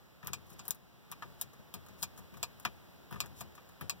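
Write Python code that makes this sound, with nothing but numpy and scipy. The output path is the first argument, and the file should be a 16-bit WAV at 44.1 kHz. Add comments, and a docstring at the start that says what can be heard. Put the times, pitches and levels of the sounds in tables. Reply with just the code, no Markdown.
"""In the padded cabin of a parked car, a pick works the lock cylinder on the steering column.
Sprung pins snap back, the thin pick ticks and scrapes on metal, the tension wrench knocks in the keyway:
noise cracks with a rebound and short cabin reflections, ringing through the damped modes of the lock.
The hands nudge the hollow column, whose low modes rumble as filtered noise, over a faint two-channel hiss.
The recorder widens the stereo image with a late, inverted feed between the channels."""
import sys
import numpy as np
from scipy import signal
from scipy.fft import rfft, irfft
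from scipy.io import wavfile
from scipy.ndimage import uniform_filter1d

SR = 44100
rng = np.random.default_rng(int(sys.argv[2]) if len(sys.argv) > 2 else 0)


def store_wav(level_fs):
    """Save 16-bit WAV to argv[1]."""
    pcm = np.round(np.clip(np.atleast_2d(level_fs), -1, 1) * 32767)
    wavfile.write(sys.argv[1], SR, pcm.T.astype(np.int16))


N = 176400  # samples: 4 s
CLICK_SIZE = 8192  # samples in one contact with its tail

# colour of the pick on metal, for ticks and scrapes: f/Hz, relative level/dB
PICK_TONE = [(300, -5.5), (1100, -4), (2800, -11.5), (4000, -4), (5200, -8), (6500, 0), (8300, -5.5),
             (9600, -3.5), (11100, -5.5), (13000, 2), (15500, -3.5)]


def undb(db):
    """Turn dB into an amplitude factor."""
    return 10 ** (np.asarray(db) / 20)


def unit(x):
    """Scale to an energy of 1."""
    return x / np.sqrt(np.sum(x ** 2))


def fade(t, t60):
    """Exponential decay that falls 60 dB in t60 seconds."""
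    return np.exp(-np.log(1000) * t / t60)


def colour(points, size):
    """Minimum-phase frequency response through (Hz, dB) points: it colours without ringing ahead."""
    hz, db = np.array(points, float).T
    f = np.maximum(np.fft.rfftfreq(size, 1 / SR), 1)
    gain = undb(np.interp(np.log(f), np.log(hz), db))
    # folding the cepstrum onto positive time makes the response causal
    cepstrum = irfft(np.log(gain), size)
    cepstrum[1:size // 2] *= 2
    cepstrum[size // 2 + 1:] = 0
    return np.exp(rfft(cepstrum))


def resonances(modes, size):
    """Summed frequency response of damped modes given as (Hz, t60 s, dB)."""
    f = np.maximum(np.fft.rfftfreq(size, 1 / SR), 1)
    response = 0
    for hz, t60, db in modes:
        q = np.pi * hz * t60 / np.log(1000)
        response = response + undb(db) / (1 + 1j * q * (f / hz - hz / f))
    return response


def noise(response):
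    """Noise of rms 1 with the given response."""
    x = irfft(rfft(rng.standard_normal(N)) * response, N)
    return x / x.std()


def hiss():
    """Faint coloured noise with a slowly moving level, unrelated at the two microphones."""
    # spectrum of the hiss: f/Hz, relative density/dB
    hiss_tone = [(25, 6), (45, -1), (70, -3), (170, -1), (300, -7.5), (600, -11), (1300, -16), (2000, -19),
                 (4000, -23), (7000, -30.5), (9000, -34.5), (12000, -29.5), (15500, -24.5)]
    # rms level of the hiss over time: t/s, level/dB
    hiss_level = [(0, -59), (.2, -59), (.3, -58), (.7, -55.5), (.8, -59.5), (1.05, -58.5), (1.25, -55),
                  (1.42, -56.5), (1.5, -57), (1.7, -57), (1.9, -55.5), (2.5, -56), (3.1, -56), (3.7, -56),
                  (4, -56.5)]
    level = undb(np.interp(np.arange(N) / SR, *np.array(hiss_level).T))
    return level * np.array([noise(colour(hiss_tone, N)) for _ in range(2)])


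def rumble(modes, rise_s, stretch):
    """Every nudge of the hands sets these modes rumbling for a moment; overlapping nudges add in power."""
    # hands nudging the column: t/s, level before trims/dB, decay time before stretch/s
    nudges = [(0.233, -50.5, 0.067), (.29, -52.5, 0.1), (0.513, -52.5, 0.036), (0.6, -51, 0.021),
              (0.693, -52, 0.02), (1.101, -60, 0.045), (1.242, -56.5, 0.071), (1.437, -55.5, 0.036),
              (1.589, -54.5, 0.027), (1.74, -48.5, 0.045), (1.89, -59, 0.15), (2.016, -51, 0.056),
              (2.185, -54.5, 0.048), (2.32, -57, 0.19), (2.4, -60, 0.023), (2.656, -46.5, 0.04),
              (3.117, -46, 0.086), (3.225, -52.5, 0.084), (3.406, -51, 0.056), (3.69, -58, 0.017),
              (3.811, -45, 0.052), (3.92, -57, 0.091)]
    nudge_trim_db = 6
    t = np.arange(N) / SR
    power = 0
    for start, db, decay in nudges:
        since = np.maximum(t - start, 0)
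        swell = (1 - np.exp(-since / rise_s)) * np.exp(-since / (decay * stretch))
        power = power + (undb(db + nudge_trim_db) * swell) ** 2
    x = noise(resonances(modes, N))
    # level the noise over 25 ms so the nudges alone shape it
    running_power = uniform_filter1d(x ** 2, size=1100)
    return np.sqrt(power / running_power) * x


def column():
    """The hollow steering column: two deep modes swell later and last longer than the upper ones."""
    # resonances of the column, deep to high: f/Hz, t60/s, relative level/dB
    column_modes = [(58, 0.32, -13.5), (83.6, 0.25, -4), (131.6, 0.41, 5), (153.2, 0.28, 0),
                    (182.5, 0.39, 7), (348, 0.061, -14.5)]
    deep = rumble(column_modes[:2], rise_s=0.027, stretch=1.27)
    upper = rumble(column_modes[2:], rise_s=0.0034, stretch=0.65)
    return undb(-2.5) * deep + undb(1.5) * upper


def cabin_noise():
    """Dense reflections as noise of scattered strength, with a few strong ones standing out."""
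    chatter_db = 5.5
    chance = rng.standard_normal((2, CLICK_SIZE))
    return unit(chance[0] * undb(chatter_db * np.clip(chance[1], -2, 2)))


def lock_ring(size):
    """Frequency response of the lock and its housing: metal modes that share one short decay."""
    # resonances of the lock: f/Hz, level over the broad response before each layer's trim/dB
    lock_modes = [(723, 6), (940, 2), (1075, -7.5), (1147, 7), (1220, 5), (1574, 3), (1711, 0.5),
                  (2375, 10), (2510, 3), (2628, 3), (3175, 5), (3544, -5), (3700, -3), (4300, 3),
                  (5336, -5), (6560, -6.5), (7376, -5), (9665, 0.5), (10480, 9), (11950, -4), (12874, -8),
                  (14446, 6), (15300, -4)]
    t60_s = 0.045
    return resonances([(hz, t60_s, db) for hz, db in lock_modes], size)


def crack():
    """Metal meets metal: a tiny noise burst and one weaker rebound, without their lows."""
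    crack_s, rebound_s, rebound_db = 0.0007, 0.0012, -5.5
    t = np.arange(CLICK_SIZE) / SR
    since = np.maximum(t - rebound_s, 0)
    chance = rng.standard_normal((2, CLICK_SIZE))
    first = unit(chance[0] * t * np.exp(-2 * t / crack_s))
    rebound = unit(chance[1] * since * np.exp(-2 * since / crack_s))
    high_pass = signal.butter(1, 1700, "high", fs=SR, output="sos")
    return signal.sosfilt(high_pass, first + undb(rebound_db) * rebound)


def contact(crack_db, cabin):
    """A crack, then cabin reflections: the body holds while dashboard and wheel answer, treble dies first."""
    cabin_t60_s, treble_t60_s, rise_s = 0.068, 0.047, 0.002
    body_split_hz, treble_split_hz = 1400, 7500
    early_s, late_body_db = 0.0105, -6
    shared = 0.55  # share of the reflections' power that stays the same for every contact
    t = np.arange(CLICK_SIZE) / SR
    bright = crack()
    paths = np.sqrt(shared) * cabin + np.sqrt(1 - shared) * cabin_noise()
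    body = signal.sosfiltfilt(signal.butter(2, body_split_hz, fs=SR, output="sos"), paths)
    low = signal.sosfiltfilt(signal.butter(2, treble_split_hz, fs=SR, output="sos"), paths)
    middle, treble = low - body, paths - low
    hold = np.where(t < early_s, 1, undb(late_body_db))
    tail = (body * hold + middle) * fade(t, cabin_t60_s) + treble * fade(t, treble_t60_s)
    return undb(crack_db) * bright + unit(tail * (1 - np.exp(-t / rise_s)))


def clicks(rows, tone, cabin, crack_db, level_db, modes_db):
    """Each contact rings the lock, with its own strength in body, ring and treble."""
    # edges of the body, ring and treble bands: f/Hz
    band_edges = [500, 2100, 8700, 16000]
    level_span_s = 0.03  # a band level is the click's energy averaged over this time
    out = np.zeros(N + CLICK_SIZE)
    response = colour(tone, CLICK_SIZE) * (1 + undb(modes_db) * lock_ring(CLICK_SIZE))
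    f = np.fft.rfftfreq(CLICK_SIZE, 1 / SR)
    for start, *band_db, sharp_db in rows:
        ring = rfft(contact(sharp_db + crack_db, cabin)) * response
        balance = []
        for lo, hi, db in zip(band_edges, band_edges[1:], band_db):
            energy = 2 * np.sum(abs(ring[(f > lo) & (f < hi)]) ** 2) / CLICK_SIZE
            gain_db = db - 10 * np.log10(energy / (level_span_s * SR))
            # flat inside the band, sloping across its edges
            balance += [(lo * 1.12, gain_db), (hi / 1.12, gain_db)]
        i = int(start * SR)
        out[i:i + CLICK_SIZE] += irfft(ring * colour(balance, CLICK_SIZE))
    return out[:N] * undb(level_db)


def scrape(cabin):
    """The pick drags along the keyway: dense tiny catches swell as it is pressed, then let go."""
    # drags: start t/s, length/s, level at the end of the swell/dB
    drags = [(0.446, 0.093, -60), (0.574, 0.019, -53), (0.628, 0.041, -59), (1.384, 0.026, -54),
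             (1.969, 0.042, -55), (2.153, 0.023, -61), (2.603, 0.029, -62), (3.338, 0.064, -53.5)]
    catches_per_s, scatter_db, release_s = 480, 6.5, 0.01
    t = np.arange(N) / SR
    strength = undb(scatter_db * np.clip(rng.standard_normal(N), -2, 2))
    catches = (rng.random(N) < catches_per_s / SR) * strength
    x = signal.fftconvolve(catches, contact(crack_db=-6, cabin=cabin))[:N]
    x = irfft(rfft(x) * colour(PICK_TONE, N) * (1 + lock_ring(N)), N)
    pressure = 0
    for start, length, db in drags:
        end = start + length
        pressure = pressure + undb(db) * np.interp(t, [start, end, end + release_s], [0, 1, 0])
    return pressure * x / x.std()


def wrench_knocks(cabin):
    """The tension wrench knocks in the keyway: dull contacts, weak in treble."""
    # knocks before trims: t/s, body/dB, ring/dB, treble/dB, first crack over its tail/dB
    knocks = [(0.229, -53.5, -63, -70, -6), (0.2465, -64, -65, -62, -1), (0.26, -56, -62, -66, -4),
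              (0.2775, -49, -55, -58, -4), (1.1205, -49.5, -53, -66, -9), (1.2227, -43, -53, -64, -5),
              (2.3392, -61, -62, -65, -7), (2.6503, -33.5, -36.5, -51, -8), (3.1094, -53, -63, -59, -6),
              (3.126, -51, -56, -58, -2), (3.141, -53, -65, -67, -2), (3.1583, -51, -62, -68, -3),
              (3.238, -57, -61, -68, -6), (3.577, -55, -63, -80, -11), (3.8105, -48, -54, -50, -4)]
    # colour of a knock: f/Hz, relative level/dB
    knock_tone = [(300, -10), (600, -15), (900, -6), (1200, -1.5), (1700, -8), (2400, -5.5), (3600, -9),
                  (5200, -15.5), (6500, -14.5), (9000, -24), (12000, -21.5), (15500, -15.5)]
    return clicks(knocks, knock_tone, cabin, crack_db=2, level_db=-0.5, modes_db=-3.5)


def pick_ticks(cabin):
    """The thin pick ticks on metal: bright contacts with less of the lock's modes."""
    # ticks before trims: t/s, body/dB, ring/dB, treble/dB, first crack over its tail/dB
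    ticks = [(0.2714, -57, -48, -41, 3), (0.5019, -65, -67, -59, -3), (0.653, -61, -62, -58, -4),
             (0.6802, -54, -53, -38, -1), (0.7069, -52, -38, -33.5, 3), (0.7468, -68, -69, -58, -5),
             (1.1152, -57, -53, -45, -2), (1.4127, -53, -42.5, -35, -3), (1.5325, -61, -67, -66, -8),
             (1.8633, -63, -66, -63, -3), (1.8852, -62, -65, -65, -3), (2.0218, -63, -59, -49, 3),
             (2.0314, -46, -39, -38, -1), (2.1771, -60, -61, -57, -4), (2.188, -60, -64, -59, -5),
             (2.3701, -59, -63, -61, -9), (2.5986, -64, -64, -55, -1), (2.6508, -56, -52, -46, 1),
             (3.2595, -58, -62, -58, -3), (3.5524, -61, -64, -61, -3), (3.6901, -64, -68, -66, -6)]
    return clicks(ticks, PICK_TONE, cabin, crack_db=3, level_db=-1.0, modes_db=-5.0)


def pin_snaps(cabin):
    """Sprung pins snap back: contacts that bring out the lock's modes most."""
    # snaps before the crack trim: t/s, body/dB, ring/dB, treble/dB, first crack over its tail/dB
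    snaps = [(0.3327, -46, -39, -46, -1), (0.5932, -55, -51, -66, -5), (1.7398, -54, -49.5, -45.5, -2),
             (2.0275, -53, -39, -44, 0), (2.429, -43, -36, -42, -3), (3.2035, -44, -35.5, -41, 0),
             (3.408, -49, -49, -48, -6), (3.8963, -45, -35.5, -41, -1)]
    # colour of a snap: f/Hz, relative level/dB
    snap_tone = [(300, -4), (700, -3), (1100, 0.5), (1900, -8), (2500, -2), (3000, -7), (4700, 0),
                 (5600, -6.5), (6600, -1), (8200, -2), (9200, -15.5), (11000, -14), (13000, -8.5),
                 (15500, -7.5)]
    return clicks(snaps, snap_tone, cabin, crack_db=2, level_db=0, modes_db=-1)


def scene():
    """Lock and column reach mainly the left microphone; the right one hears its own, weaker rumble."""
    lock_right_db, column_right_db = -42, -19
    cabin = cabin_noise()
    lock = scrape(cabin) + wrench_knocks(cabin) + pick_ticks(cabin) + pin_snaps(cabin)
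    left = lock + column()
    right = undb(lock_right_db) * lock + undb(column_right_db) * column()
    return np.array([left, right]) + hiss()


def record(dry):
    """Each channel is fed late and inverted into the other to widen the image; deep bass and top are cut."""
    # feed into the other channel: f/Hz, level/dB
    crossfeed = [(100, -8), (1200, -2.5), (4000, -1.97), (8000, -3), (12000, -6.5), (15500, -5.5)]
    crossfeed_s, low_cut_hz, top_hz = 0.0004535, 56.6, 15700
    delay = np.exp(-2j * np.pi * np.fft.rfftfreq(N, 1 / SR) * crossfeed_s)
    # the magnitude alone colours the feed, so the delay stays exact
    feed = irfft(rfft(dry[::-1]) * abs(colour(crossfeed, N)) * delay, N)
    wide = signal.sosfilt(signal.butter(4, low_cut_hz, "high", fs=SR, output="sos"), dry - feed)
    return signal.sosfilt(signal.ellip(8, 0.2, 70, top_hz, fs=SR, output="sos"), wide)


dry = scene()
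out = record(dry)
store_wav(out)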